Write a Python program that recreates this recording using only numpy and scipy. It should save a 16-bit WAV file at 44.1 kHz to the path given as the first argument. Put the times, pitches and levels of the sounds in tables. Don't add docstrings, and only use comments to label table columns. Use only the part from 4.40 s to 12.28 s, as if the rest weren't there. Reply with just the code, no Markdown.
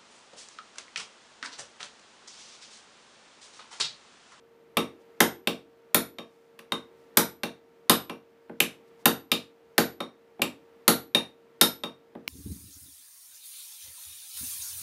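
import sys
import numpy as np
from scipy import signal
from scipy.fft import rfft, irfft
from scipy.io import wavfile

SR = 44100
rng = np.random.default_rng(int(sys.argv[2]) if len(sys.argv) > 2 else 0)


def materialize(psi):
    bounded = np.clip(np.atleast_2d(psi).T, -1, 1)
    quanta = np.round(bounded * 32767).astype(np.int16)
    wavfile.write(sys.argv[1], SR, quanta)


N = 347508
TIME = np.arange(N) / SR
TAIL = TIME[:SR // 2]

# (time [s], strength [dB], hardness [dB/octave], ring of the axe eye [dB],
# aim, blade over cheeks [dB], squeak pitch [Hz], squeak lift [dB])
HAMMER_BLOWS = [ (0.3697, 26.5, -1.5, -25.5, 7, 1130, 7.5), (0.804, 32.5, -0.85, -26.5, 24.5, 1841, 5.5),
                (1.0722, 21.5, -0.1, -30.5, -5, 2430, 2.1), (1.545, 28.7, 0, -24.5, 20, 13040, 6),
                (1.785, 8.5, -3, -41.5, 6.5, 950, 4), (2.1904, -3.5, 0.36, -77, 4, 1700, 10.5),
                (2.32, 17.5, -1, -28, 17, 1150, 10), (2.771, 30.5, 0.26, -30.5, 8.5, 11900, 7),
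                (3.0333, 17.5, -0.53, -37, -5, 2760, 2.5), (3.4957, 32.5, -0.1, -25.5, 5.5, 3560, 6.3),
                (3.6962, 12.5, -3, -53, -2.5, 1034, 4.5), (4.2025, 21, 2.7, -34.5, -16, 2670, 7.6),
                (4.656, 32, -0.77, -22, -10.5, 12970, 11.7), (4.9166, 22, 1, -20, -18.5, 2702, 9.8),
                (5.3799, 32, -1.24, -39, -12, 1400, 8.7), (5.6041, 14, -2.5, -34.5, 19, 1170, 10),
                (6.0181, 21, 1, -31.5, -11, 2684, 9.6), (6.4789, 33.5, 0, -35, -2, 3900, 2),
                (6.748, 23.5, -0.3, -15, -8.5, 3820, 8.5), (7.2118, 30, 0.53, -13.5, 0, 883, 7.4),
                (7.4358, 14, -2, -31, 5, 913, 3.2), (7.8775, 20.5, -1.3, -41, -22, 2400, 2.7)]
# (time [s], strength [dB])
HANDLE_KNOCKS = [(4.095, 9.5), (5.9934, 11.5), (7.751, 9)]
COLOUR_POINTS_HZ = [280, 700, 1550, 2750, 6200, 12000]
TAP_DB = [1, -7, -9, -9.5, -19, -25.5]
DRIVE_DB = [-1, -10, -6, -14, -14.5, -18]
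KNOCK_DB = [2, -22.5, -18.5, -33, -57.5, -58]


def contacts(knock_hz, knock_lift_db):
    times, db, hardness, _, _, squeak_hz, squeak_db = np.transpose(HAMMER_BLOWS)
    octaves = np.maximum(np.log2(np.array(COLOUR_POINTS_HZ) / COLOUR_POINTS_HZ[1]), 0)
    colours = db[:, None] + np.outer(1 - slip(db), TAP_DB) + np.outer(slip(db), DRIVE_DB)
    colours += np.outer(hardness, octaves)
    blows = zip(times, colours, squeak_hz, squeak_db)
    knocks = [(at, level + np.array(KNOCK_DB), knock_hz, knock_lift_db) for at, level in HANDLE_KNOCKS]
    return [np.array(column) for column in zip(*blows, *knocks)]


def slip(strength_db, gives_db=26.5, driven_db=27.5):
    return np.clip((strength_db - gives_db) / (driven_db - gives_db), 0, 1)


def hammering(thump_db):
    times, colours, squeak_hz, squeak_db = contacts(knock_hz=775, knock_lift_db=16.5)
    sounds = impact(colours, squeak_hz, squeak_db, crack_s=.0027, build_s=.0023, scatter_db=3.54)
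    sounds += clank(colours, clank_db=-12, t60=.053, scatter_db=7.5, count=56)
    sounds += snap(colours[:, -2:].mean(axis=1), snap_db=-12.5, t60=.005)
    sounds += from_db(colours[:, 0] + thump_db)[:, None] * thump(swell_s=.0049, low_hz=89)
    sounds[:len(HAMMER_BLOWS)] += ringing(treble_db=colours[:len(HAMMER_BLOWS), -1])
    out = np.zeros(N + len(TAIL))
    for at, sound in zip(times, sounds):
        start = round(at * SR)
        out[start:start + len(TAIL)] += sound
    return out[:N]


# (frequency [Hz], level [dB])
SHARED_SPECTRUM = [(30, -30.5), (75, -33.5), (130, -18), (250, -6.5), (450, -7), (700, -1.5), (1400, -5),
                   (2100, -2.5), (3600, 2), (5000, -2.5), (7000, -5.5), (10000, 3.5), (14500, 1.5),
                   (16000, -9)]
# (frequency [Hz], energy ratio [dB])
DIRECT_TO_ROOM = [(40, 15), (200, -7), (700, -0.5), (1500, 3), (2800, 6.5), (6000, 2), (13000, 5.5)]
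# (frequency [Hz], t60 [s])
ROOM_DECAY = [(50, 0.17), (250, 0.38), (700, 0.27), (1800, .25), (5000, 0.23), (9000, .21), (14000, 0.15)]


def impact(colours, squeak_hz, squeak_db, crack_s, build_s, scatter_db):
    edges = band_edges(20, 16500, count=56)
    centres = np.sqrt(edges[1:] * edges[:-1])
    early = TAIL[:SR // 16]
    bite = np.tile(np.exp(-(early / crack_s) ** 2), (len(colours), 1))
    uneven_db = scatter_db * rng.standard_normal((len(colours), len(centres)))
    tail_gains, tails, cracks = [], [], 0
    for k, hz in enumerate(centres):
        lift_db = squeak_db * np.exp(-((np.sqrt(hz) - np.sqrt(squeak_hz)) / 3.7) ** 2)
        direct = from_db(at_hz(DIRECT_TO_ROOM, hz))
        gain = from_db(contact_db(colours, hz) + lift_db + uneven_db[:, k]) / np.hypot(1, direct)
        reflections = dying(at_hz(ROOM_DECAY, hz)) * (1 - np.exp(-TAIL / build_s))
        tail_gains.append(gain * from_db(-lift_db / 2))
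        tails.append(band_burst(reflections, edges[k], edges[k + 1]))
        cracks = cracks + gain[:, None] * direct * band_burst(bite, edges[k], edges[k + 1])
    room = np.transpose(tail_gains) @ np.array(tails)
    return room + np.pad(cracks, ((0, 0), (0, len(TAIL) - len(early))))


def contact_db(colours, hz):
    own_db = np.array([np.interp(np.log(hz), np.log(COLOUR_POINTS_HZ), colour) for colour in colours])
    return own_db + at_hz(SHARED_SPECTRUM, hz)


def clank(colours, clank_db, t60, scatter_db, count):
    edges = band_edges(700, 14500, count)
    pitches = rng.uniform(edges[:-1], edges[1:])
    tones = unit_energy(dying(t60) * np.sin(2 * np.pi * pitches[:, None] * TAIL))
    share = np.sqrt(np.diff(edges) / (SR / 2)) * rng.choice([-1, 1], count)
    uneven_db = scatter_db * rng.uniform(-1, 1, (len(colours), count))
    return (share * from_db(contact_db(colours, pitches) + clank_db + uneven_db)) @ tones


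def snap(levels_db, snap_db, t60):
    touch = np.tile(dying(t60), (len(levels_db), 1))
    return from_db(levels_db + snap_db)[:, None] * band_burst(touch, low_hz=2500, high_hz=15000)


# (frequency [Hz], level [dB], t60 [s])
LOW_MODES = [(87, -10, .4), (133, -7, .35), (164, -4, .22), (184, -1, .22), (229, 7, .22), (260, -2, .2),
             (318, 5, .22), (377, 3, .2), (463, 2, .26), (508, -2, .26), (570, -4, .22), (618, -4, .22),
             (668, -8, .22), (822, -8, .2)]


def thump(swell_s, low_hz):
    modes = 0
    for k, (hz, db, t60) in enumerate(LOW_MODES):
        height = from_db(db) * 2 * np.log(1000) / (t60 * SR)
        modes = modes + (-1) ** k * height * dying(t60) * np.cos(2 * np.pi * hz * TAIL)
    bass_cut = signal.butter(4, low_hz, "high", fs=SR, output="sos")
    return signal.sosfilt(bass_cut, modes * (1 - np.exp(-TAIL / swell_s)))


# (frequency [Hz], level [dB], t60 [s])
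BLADE_MODES = [(1099, -2, .21), (1155, -2, .24), (1230, -6, .21), (1302, -2, .19), (4400, -20, .16)]
CHEEK_MODES = [(2353, 0, .19), (2718, -1, .21), (2815, -4, .21)]
HEAD_OVERTONES = [(5520, -19, .2), (5609, -18, .25), (5700, -20, .18), (8465, -28, .24), (9260, -22, .22)]
EYE_MODES = [(3680, -1.5, .11), (3709, -1.5, .22), (3790, -11, .15), (6660, -24, .17)]
WEDGE_MODES = [(1310, -5, .2), (1384, -4, .26), (1833, -6, .15), (6645, -7, .19), (10520, -12, .15),
               (11805, -7, .26), (11831, -1, .3), (13138, -2, .08)]


def ringing(treble_db, head_ring_db=-53.5, wedge_ring_db=-51, handover_db=13.5):
    _, db, _, eye_db, aim_db, _, _ = np.transpose(HAMMER_BLOWS)
    head_db = db + head_ring_db - handover_db * slip(db)
    cheeks_db = head_db - 20 * np.log10(np.hypot(1, from_db(aim_db)))
    wedge_db = treble_db + wedge_ring_db + handover_db * slip(db) ** 2
    faces = steel(BLADE_MODES, cheeks_db + aim_db) + steel(CHEEK_MODES, cheeks_db)
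    head = faces + steel(HEAD_OVERTONES, head_db) + steel(EYE_MODES, eye_db)
    return head + steel(WEDGE_MODES, wedge_db)


def steel(modes, levels_db, scatter_db=1.0, waver=.24, flutter_hz=60):
    out = 0
    low_pass = signal.butter(2, flutter_hz, fs=SR, output="sos")
    for hz, db, t60 in modes:
        flutter = signal.sosfilt(low_pass, rng.standard_normal((2, len(TAIL))))
        swell, lag = waver * flutter / flutter.std()
        phase = 2 * np.pi * hz * TAIL
        tone = unit_energy(dying(t60) * ((1 + swell) * np.sin(phase) + lag * np.cos(phase)))
        tone *= np.linalg.norm(dying(t60) * np.sin(phase))
        strengths = from_db(levels_db + db + scatter_db * rng.standard_normal(len(levels_db)))
        out = out + strengths[:, None] * tone
    return out


# (time [s], half length [s], level [dB])
SLEEVE_BRUSHES = [(0.615, .015, -73), (1.937, 0.092, -77.5), (2.066, 0.055, -82.5), (2.615, 0.061, -76),
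                  (4.483, 0.012, -74), (4.61, 0.023, -69)]


def rustle(low_hz, high_hz):
    band = signal.butter(1, [low_hz, high_hz], "band", fs=SR, output="sos")
    hiss = signal.sosfilt(band, rng.standard_normal(N))
    brushes = sum(from_db(db) * np.exp(-((TIME - at) / half) ** 2) for at, half, db in SLEEVE_BRUSHES)
    return hiss / hiss.std() * brushes


# (frequency [Hz], relative spectral density [dB])
ROOM_TONE = [(20, -38), (52, -24), (78, -6.5), (102, -13.5), (135, -4), (150, -4), (270, 0.5), (520, 0),
             (800, -6.5), (1200, -10.5), (2000, -12.5), (5000, -24.5), (9500, -32.5), (15000, -30.5)]
# (frequency [Hz], relative level [dB])
MOTOR_LINES = [(382, -69.5), (461.5, -57), (921, -74.5), (1168, -79), (1335, -78)]


def workshop(hum_db):
    hz = np.maximum(np.fft.rfftfreq(N, 1 / SR), 1)
    air = irfft(rfft(rng.standard_normal(N)) * from_db(at_hz(ROOM_TONE, hz)), N)
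    level_db = background_db(full_db=-59.5, dip_db=6.5, recover_s=1.3, head_start_s=.41)
    hum = 0
    for line_hz, db in MOTOR_LINES:
        hum = hum + from_db(db) * np.sqrt(2) * np.sin(2 * np.pi * (line_hz * TIME + rng.random()))
    return from_db(level_db) * air / air.std() + from_db(hum_db + level_db - level_db.mean()) * hum


def background_db(full_db, dip_db, recover_s, head_start_s):
    since_blow = TIME + head_start_s
    for at, db, *_ in HAMMER_BLOWS:
        if slip(db) > .5:
            since_blow = np.where(TIME >= at, TIME - at, since_blow)
    return full_db - dip_db * np.maximum(1 - since_blow / recover_s, 0)


def from_db(db):
    return 10 ** (np.asarray(db) / 20)


def at_hz(points, hz):
    pitch, value = np.transpose(points)
    return np.interp(np.log(hz), np.log(pitch), value)


def dying(t60):
    return np.exp(-np.log(1000) * TAIL / t60)


def unit_energy(x):
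    return x / np.sqrt(np.sum(x ** 2, axis=-1, keepdims=True) + 1e-20)


def band_edges(low_hz, high_hz, count):
    return np.linspace(low_hz ** .5, high_hz ** .5, count + 1) ** 2


def band_burst(envelope, low_hz, high_hz):
    band = signal.butter(2, [low_hz, high_hz], "band", fs=SR, output="sos")
    burst = signal.sosfilt(band, envelope * rng.standard_normal(envelope.shape) + 1e-18)
    return unit_energy(burst) * np.sqrt((high_hz - low_hz) / (SR / 2))


def scene():
    return (hammering(thump_db=1.0) + workshop(hum_db=-3.5) + rustle(low_hz=2950, high_hz=7450))[None]


def record(dry):
    ceiling, cutoff_hz = .55, 15300
    rounded = ceiling * np.tanh(dry / ceiling)
    return signal.sosfilt(signal.ellip(12, .2, 100, cutoff_hz, fs=SR, output="sos"), rounded)


dry = scene()
out = record(dry)
materialize(out)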